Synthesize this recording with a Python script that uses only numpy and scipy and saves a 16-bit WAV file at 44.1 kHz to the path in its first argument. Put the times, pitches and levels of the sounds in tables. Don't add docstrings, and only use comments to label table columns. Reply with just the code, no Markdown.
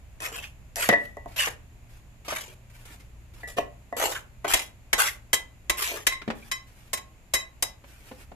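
import sys
import numpy as np
from scipy import signal
from scipy.fft import rfft, irfft, next_fast_len
from scipy.io import wavfile
from scipy.ndimage import uniform_filter1d, map_coordinates

SR = 44100
rng = np.random.default_rng(int(sys.argv[2]) if len(sys.argv) > 2 else 0)


def to_wav(s):
    ch = np.atleast_2d(s).T
    pcm = np.round(np.clip(ch, -1, 1) * 32767)
    wavfile.write(sys.argv[1], SR, pcm.astype(np.int16))


N = 368235


def amp(db):
    return 10 ** (np.asarray(db) / 20)


def unit(x):
    return x / np.sqrt(np.mean(x ** 2) + 1e-20)


def along(points, hz):
    f, v = np.transpose(points)
    return np.interp(np.log(hz + 1), np.log(f + 1), v)


def add(track, s, sound):
    i = round(s * SR)
    track[:, i:i + sound.shape[1]] += sound[:, :N - i]


def wobble(rate):
    return map_coordinates(rng.standard_normal(int(N * rate / SR) + 4), [np.arange(N) * rate / SR])


def filtered(x, response):
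    n = x.shape[-1]
    m = next_fast_len(n + 4096)
    return irfft(rfft(x, m) * response(np.fft.rfftfreq(m, 1 / SR)), m)[..., :n]


def band(x, lo_hz, hi_hz):
    return unit(filtered(x, lambda f: ((1 + (lo_hz / (f + 1)) ** 8) * (1 + (f / hi_hz) ** 8)) ** -.5))


# f/Hz, coefficient
CORRELATION = [(30, 0.71), (120, 0.93), (300, 0.86), (600, 0.8), (1200, 0.051), (2500, 0.05), (12000, 0.01)]
def stereo_angle(hz):
    return np.arccos(np.clip(along(CORRELATION, hz), -1, 1)) / 2


def spread(pair, spectrum):
    def response(hz):
        angle = stereo_angle(hz)
        return amp(along(spectrum, hz)) * [np.cos(angle), np.sin(angle)]
    mid, side = filtered(pair, response)
    return unit(np.array([mid + side, mid - side]))


def noise(spectrum, size):
    return spread(rng.standard_normal((2, size)), spectrum)


def blow(t, rise, t60):
    return (1 - np.exp(-t / rise)) * amp(-60 * t / t60)


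def touch(t, length, t60, bite_s=0.0047):
    return np.clip(t / bite_s, 0, 1) * amp(-60 * np.maximum(t - length, 0) / t60)


def glide(t, length, peak_at, slowest):
    progress = np.clip(t / length, 0, 1)
    arch = np.sin(np.pi / 2 * np.interp(progress, [0, peak_at, 1], [0, 1, 0]))
    return progress, slowest + (1 - slowest) * arch ** 2


def ring(modes, t, scatter_db):
    out = np.zeros((2, len(t)))
    for hz, db, t60 in modes:
        apart = stereo_angle(hz) * rng.choice([-1, 1])
        phase = 2 * np.pi * rng.random() + np.array([[apart], [-apart]])
        pitch = hz * (1 + .004 * rng.standard_normal())
        strength = amp(db + scatter_db * rng.standard_normal())
        out += strength * blow(t, 0.00068, t60) * np.sin(2 * np.pi * pitch * t + phase)
    return out


def grit(rate, size_db, t60):
    impulses = (rng.random(N) < rate / SR) * rng.choice([-1, 1], N)
    grains = impulses * amp(size_db * np.minimum(rng.exponential(size=N), 4))
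    out, size = np.zeros((2, N)), SR // 25
    t = np.arange(size) / SR
    for i in range(0, N, size):
        response = rng.standard_normal((2, size)) * amp(-60 * t / t60)
        add(out, i / SR, signal.fftconvolve(grains[None, i:i + size], response, axes=1))
    return unit(out)


# f/Hz, T60/s
YARD_DECAY = [(200, 0.43), (2000, 0.25), (12000, 0.15)]
def yard(x):
    hz, t, z = signal.stft(rng.standard_normal((2, SR // 4)), SR, nperseg=256)
    envelope = blow(t, 0.016, along(YARD_DECAY, hz)[:, None])
    tail = signal.istft(z * envelope, SR, nperseg=256)[1]
    return signal.fftconvolve(x, tail / np.linalg.norm(tail[0]), axes=1)[:, :x.shape[1]]


# f/Hz, level/dB
AMBIENT_SPECTRUM = [(12, -41), (20, 5), (77, 0.5), (133, -10), (170, -13.5), (481, -20.5), (615, -17.5),
                    (1400, -24), (2560, -21.5), (3190, -28.5), (5820, -34.5), (7060, -24.5), (8320, -36.5),
                    (12200, -32), (14000, -35)]
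# t/s, level/dB
RUMBLE_LEVELS = [(0.0, -51), (0.83, -48.5), (2.44, -53), (3.16, -50.5), (7.93, -54.5), (8.35, -51)]
# f/Hz, level/dB re the rumble
HUM_HARMONICS = [(58.6, -3), (117.2, -5)]
def distant_machinery():
    level_db = np.interp(np.arange(N) / SR, *np.transpose(RUMBLE_LEVELS))
    air = noise(AMBIENT_SPECTRUM, N)
    drifting_time = np.cumsum(1 + .015 * wobble(3.6)) / SR
    hum = sum(amp(db + 2.2 * wobble(4)) * np.sin(2 * np.pi * hz * drifting_time)
              for hz, db in HUM_HARMONICS)
    return amp(level_db) * (band(air, 13, 222) + hum) + amp(-61) * band(air, 167, 15100)


# f/Hz, level/dB
SAND_SPECTRUM = [(180, -38), (300, -1), (478, -8), (544, -7.5), (2310, -2), (4120, -10), (14000, -12.5)]
# t/s, duration/s, level/dB
SAND_SLIDES = [(0.968, 0.098, -51.5), (1.274, 0.084, -52.5), (1.89, 0.09, -59.5), (2.245, 0.029, -48),
               (2.696, 0.14, -54), (2.851, 0.099, -51), (2.996, .012, -55.5), (3.334, 0.11, -54.5),
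               (6.348, 0.15, -53), (6.667, 0.22, -58), (7.838, 0.4, -55)]
def sand_rustles():
    flow, t = np.zeros((1, N)), np.arange(SR) / SR
    for s, length, db in SAND_SLIDES:
        _, speed = glide(t, length, peak_at=.95, slowest=0.76)
        add(flow, s, amp(db) * speed * touch(t, length, t60=0.26)[None])
    grains = spread(grit(rate=1200, size_db=3.0, t60=0.075), SAND_SPECTRUM)
    return flow * amp(1.53 * wobble(35)) * grains


# t/s, level/dB, relative push level/dB, relative splat level/dB
SOFT_IMPACTS = [(0.891, -8.5, -8, -4), (0.925, -6.5, -24, -13.5), (1.472, -19.5, -16, -6.5),
                (2.322, -15, -21, -11), (6.216, -37, -8, 5), (6.277, -19.5, -1, -10),
                (6.301, -14.5, -34, -9), (7.839, -34.5, -16, -11.5), (8.113, -24.5, -18.5, -17.5),
                (8.316, -28.5, -21, -18)]
def thuds():
    out, t = np.zeros((2, N)), np.arange(SR // 3) / SR
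    for s, db, push_db, splat_db in SOFT_IMPACTS:
        puff = noise([(100, 0.5), (1000, 9), (10000, -34.0)], len(t))
        push = amp(push_db) * band(puff, 185, 250) * blow(t, 0.0028, 0.093)
        slap = amp(-11.5) * band(puff, 505, 637) * blow(t, 0.0013, 0.067)
        splat = amp(splat_db) * band(puff, 1800, 10600) * blow(t, 0.0028, 0.058)
        add(out, s, amp(db) * (push + slap + splat))
    return out


# t/s, level/dB, f/Hz
EDGE_CATCHES = [(0.386, -25.5, 2650), (0.441, -29, 2610), (0.7582, -28, 6030), (1.3915, -12.5, 2900),
                (5.0823, -18.5, 2140), (6.4244, -38, 2380)]
def squeaks():
    out, t = np.zeros((2, N)), np.arange(SR // 8) / SR
    for s, db, hz in EDGE_CATCHES:
        pitch = hz * (1 + .035 * wobble(500)[:len(t)])
        phase = 2 * np.pi * np.cumsum(pitch) / SR + np.array([[0], [1]])
        add(out, s, amp(db) * blow(t, .002, .05) * np.sin(phase))
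    return out


# f/Hz, level/dB
SHEET_SPECTRUM = [(88, -44.5), (150, -23.5), (204, -17), (401, -5.5), (589, -2.5), (760, -6), (1050, -4),
                  (1300, -7), (1800, -6), (3030, -4), (4120, -10), (7350, -3), (9090, -10), (11500, -3),
                  (14200, -11), (15000, -74)]
# f/Hz, level/dB, T60/s
BOTTOM_MODES = [(238, -23, 0.35), (292, -13, 0.095), (422, -7, 0.07), (590.6, -1.5, 0.078), (690, 3, 0.058),
                (773, -13.5, 0.086), (912, -11.5, 0.12), (1080, -2, 0.03)]
# f/Hz, level/dB, T60/s
RIM_MODES = [(1745, -5.5, 0.19), (1895, -2.5, 0.27), (1960, -1.5, 0.29), (1973, -15, 0.29),
             (2740, -27.5, 0.26), (3650, -29.5, 0.2)]
# t/s, level/dB, relative rim level/dB, relative click level/dB
PAN_IMPACTS = [(0.204, -39, -24, 8), (0.758, -39, -24, 16), (0.8893, -7, -8, -5.5),
               (0.925, -18.5, -16, -28), (0.935, -10.5, -8, -31), (1.169, -22, -23, -25),
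               (1.259, -23.5, -34, -28), (2.28, -23.5, -40, -16), (3.433, -31.5, -2.5, -28),
               (3.584, -8, -27.5, -31), (3.926, -18.5, -20.5, -28), (3.966, -27, -34, -19),
               (4.445, -17.5, -27, -19)]
def pan_knocks():
    out, t = np.zeros((2, N)), np.arange(SR // 3) / SR
    for s, db, rim_db, click_db in PAN_IMPACTS:
        bottom = amp(-9.5) * ring(BOTTOM_MODES, t, scatter_db=2.3)
        rim = amp(rim_db) * ring(RIM_MODES, t, scatter_db=2.5)
        contact = noise(SHEET_SPECTRUM, len(t))
        bump = amp(-23.5) * band(contact, 380, 1300) * blow(t, 0.0013, 0.0516)
        click = amp(click_db) * band(contact, 1600, 12000) * blow(t, .0002, .014)
        add(out, s, amp(db) * (bottom + rim + bump + click))
    return out


def patchy(x, depth_db):
    z = signal.stft(x, nperseg=512)[2]
    field = uniform_filter1d(rng.standard_normal(z.shape), size=3, axis=1)
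    field = uniform_filter1d(field, size=9, axis=2)
    return unit(signal.istft(z * amp(depth_db * unit(field)), nperseg=512)[1][:, :x.shape[1]])


def sweep(x, centre_hz, gain_db, octaves):
    f, t, z = signal.stft(x, SR, nperseg=256)
    detuning = np.log2((f[:, None] + 1) / np.interp(t, np.arange(N) / SR, centre_hz)) / octaves
    return unit(signal.istft(z * amp(gain_db / (1 + detuning ** 2)), SR, nperseg=256)[1][:, :N])


# t/s, duration/s, time of top speed/duration, rasp level/dB, drag level/dB,
# hiss level/dB, initial resonance f/Hz, final resonance f/Hz
TROWEL_STROKES = [(0.201, 0.083, 0.57, -34, -39.5, -36.5, 1600, 1250),
                  (0.316, 0.083, 0.53, -39.5, -42.5, -41, 1300, 2530),
                  (0.423, 0.025, 0.87, -37.5, -80, -44.5, 2620, 2620),
                  (0.76, 0.13, 0.49, -31.5, -42, -30, 1600, 2080),
                  (1.36, 0.12, 0.48, -27.5, -45.5, -30.5, 2940, 1500),
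                  (2.278, 0.067, 0.095, -29.5, -42.5, -36.5, 1080, 1485),
                  (2.349, 0.078, 0.17, -39.5, -60, -39, 1650, 2220),
                  (2.43, 0.1, .1, -53.5, -52.5, -54, 2530, 2240),
                  (3.472, 0.052, 0.27, -53, -54, -46.5, 1876, 1910),
                  (3.566, 0.027, 0.82, -34.5, -33.5, -43.5, 2300, 2750),
                  (3.965, .16, 0.32, -29, -32.5, -30, 1000, 1100),
                  (4.147, 0.019, 0.35, -30.5, -56, -43, 1060, 1060),
                  (4.442, 0.034, 0.23, -31.5, -30.5, -44, 1166, 1333),
                  (4.477, 0.13, 0.19, -29.5, -39.5, -27.5, 1300, 2400),
                  (4.978, 0.1, 0.2, -21.5, -40.5, -23, 1020, 2020),
                  (5.769, 0.14, 0.52, -32, -47.5, -30.5, 1390, 2440),
                  (5.911, 0.1, 0.47, -40, -39.5, -42, 2350, 2000)]
def trowel_scrapes():
    drag, rasp, hiss = np.zeros((3, 1, N))
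    centre_hz, t = np.ones(N), np.arange(SR // 2) / SR
    shed_db = 5
    for s, length, fastest_at, rasp_db, drag_db, hiss_db, from_hz, to_hz in TROWEL_STROKES:
        progress, speed = glide(t, length, fastest_at, slowest=0.45)
        contact = touch(t, length, t60=0.12)[None]
        add(drag, s, amp(drag_db - shed_db * progress) * speed ** 0.19 * contact)
        add(rasp, s, amp(rasp_db) * speed ** 1.12 * contact)
        add(hiss, s, amp(hiss_db) * speed ** 1.02 * touch(t, length, t60=0.18)[None])
        centre_hz[round(s * SR):][:len(t)] = from_hz * (to_hz / from_hz) ** progress
    grains = grit(rate=2000, size_db=4.0, t60=0.029)
    sheet = spread(patchy(grains, depth_db=2.5), SHEET_SPECTRUM)
    steel = sweep(band(sheet, 930, 3500), centre_hz, gain_db=10.5, octaves=0.75)
    stick_slip = amp(1.37 * wobble(90))
    return (drag * band(sheet, 250, 760) + rasp * steel + hiss * band(sheet, 3770, 16000)) * stick_slip


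# f/Hz, level/dB
CLATTER_SPECTRUM = [(71, -53), (120, -15), (271, -21.5), (1070, -8.5), (1420, -9), (1990, 0.5), (2790, -8),
                    (3080, -6.5), (4320, -16.5), (7260, -10), (14000, -15)]
# f/Hz, level/dB, T60/s
BLADE_MODES = [(1071, -2, .15), (1643, -17, .2), (2022, 0, .22), (2530, -8, .13), (2585, -15, .2),
               (3120, -5, .14), (3887, -1, .2), (4796, -5, .06), (5200, -14, .14), (5440, -3.5, .15),
               (5810, -11, .1), (6408, -6, .15), (6847, -10, .11), (7115, -7, .1), (7305, -7, .11),
               (8320, -13, .15), (8630, -4, .06), (9120, -9, .08), (9490, -10, .09), (10450, -9, .09),
               (11370, -7, .09), (11830, -9, .08), (12690, -9, .08), (13260, -8, .08)]
# t/s, level/dB, knock level/dB, treble level/dB, blade level/dB, ping f/Hz,
# ping level/dB, chatter duration/s; the levels of the parts are relative to the tap's
BRICK_IMPACTS = [(4.5358, -2, -13, -12.5, -24.5, 3340, -9, 0.0067),
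                 (4.9294, 0, -18, -19, -25, 1973, -17.5, .0043),
                 (5.33, -6.5, -12, -9.5, -19.5, 3150, -7, 0.014),
                 (5.6964, -1.5, -17.5, -16.5, -28, 2184, -20.5, 0.0038),
                 (6.067, -0.5, -22, -15, -22.5, 1914, -14.5, 0.0063),
                 (6.123, -21, -23, -23, -15, 2080, -6, 0.0091),
                 (6.514, -11.5, -26, -19, -15, 2023, -8.5, 0.0097),
                 (6.9311, -14.5, -12.5, -8, -17, 1086, -13, 0.0096),
                 (6.973, -22.5, -15, -17, -24, 7300, -8, 0.0084),
                 (7.3363, -11, -9, -9.5, -12.5, 7280, -6, 0.012),
                 (7.352, -18, -23, -15, -10, 2050, 0, 0.0052),
                 (7.6239, -12, -12, -2.5, -22, 5000, -5, 0.0039)]
def brick_taps():
    out, t = np.zeros((2, N)), np.arange(SR // 3) / SR
    soft_tap_db, ping_cycles = -17, 184
    for s, db, knock_db, treble_db, blade_db, ping_hz, ping_db, chatter_s in BRICK_IMPACTS:
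        direct = noise(CLATTER_SPECTRUM, len(t))[:1]
        burst = direct + 1.74 * noise(CLATTER_SPECTRUM, len(t))
        contact = (1 - np.exp(-t / 0.00074)) * amp(-60 * np.maximum(t - chatter_s, 0) / 0.05)
        clatter = amp(-16) * band(burst, 1400, 5300) + amp(treble_db) * band(burst, 4400, 18000)
        knock = amp(knock_db) * band(burst, 233, 856) * blow(t, 0.0025, 0.091)
        tilt = 0.32 * (treble_db - soft_tap_db)
        modes = [(hz, level + tilt * np.log2(hz / 3000), t60) for hz, level, t60 in BLADE_MODES]
        blade = amp(blade_db) * ring(modes, t, scatter_db=1.6)
        favoured_mode = (ping_hz, 0, ping_cycles / ping_hz)
        ping = amp(ping_db) * ring([favoured_mode], t, scatter_db=4.3)
        thump = amp(-23.0) * band(rng.standard_normal((2, len(t))), 30, 48) * blow(t, 0.0037, 0.1)
        crack, clink = clatter * contact + knock, blade + ping
        reverberation = yard(amp(-15) * crack + amp(-9) * clink)
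        add(out, s, amp(db) * (crack + clink + reverberation + thump))
    lag = round(.00047 * SR)
    return np.array([amp(-2.2) * out[0], amp(-2.73) * np.roll(out[1], lag)])


def scene():
    work = trowel_scrapes() + squeaks() + pan_knocks() + thuds()
    work_in_yard = work * amp([[.3], [-.3]]) + amp(-14.0) * yard(work)
    return work_in_yard + brick_taps() + sand_rustles() + distant_machinery()


def record(dry):
    cutoff_hz = 14300
    return filtered(dry, lambda hz: (1 + (hz / cutoff_hz) ** 110) ** -.5)


dry = scene()
out = record(dry)
to_wav(out)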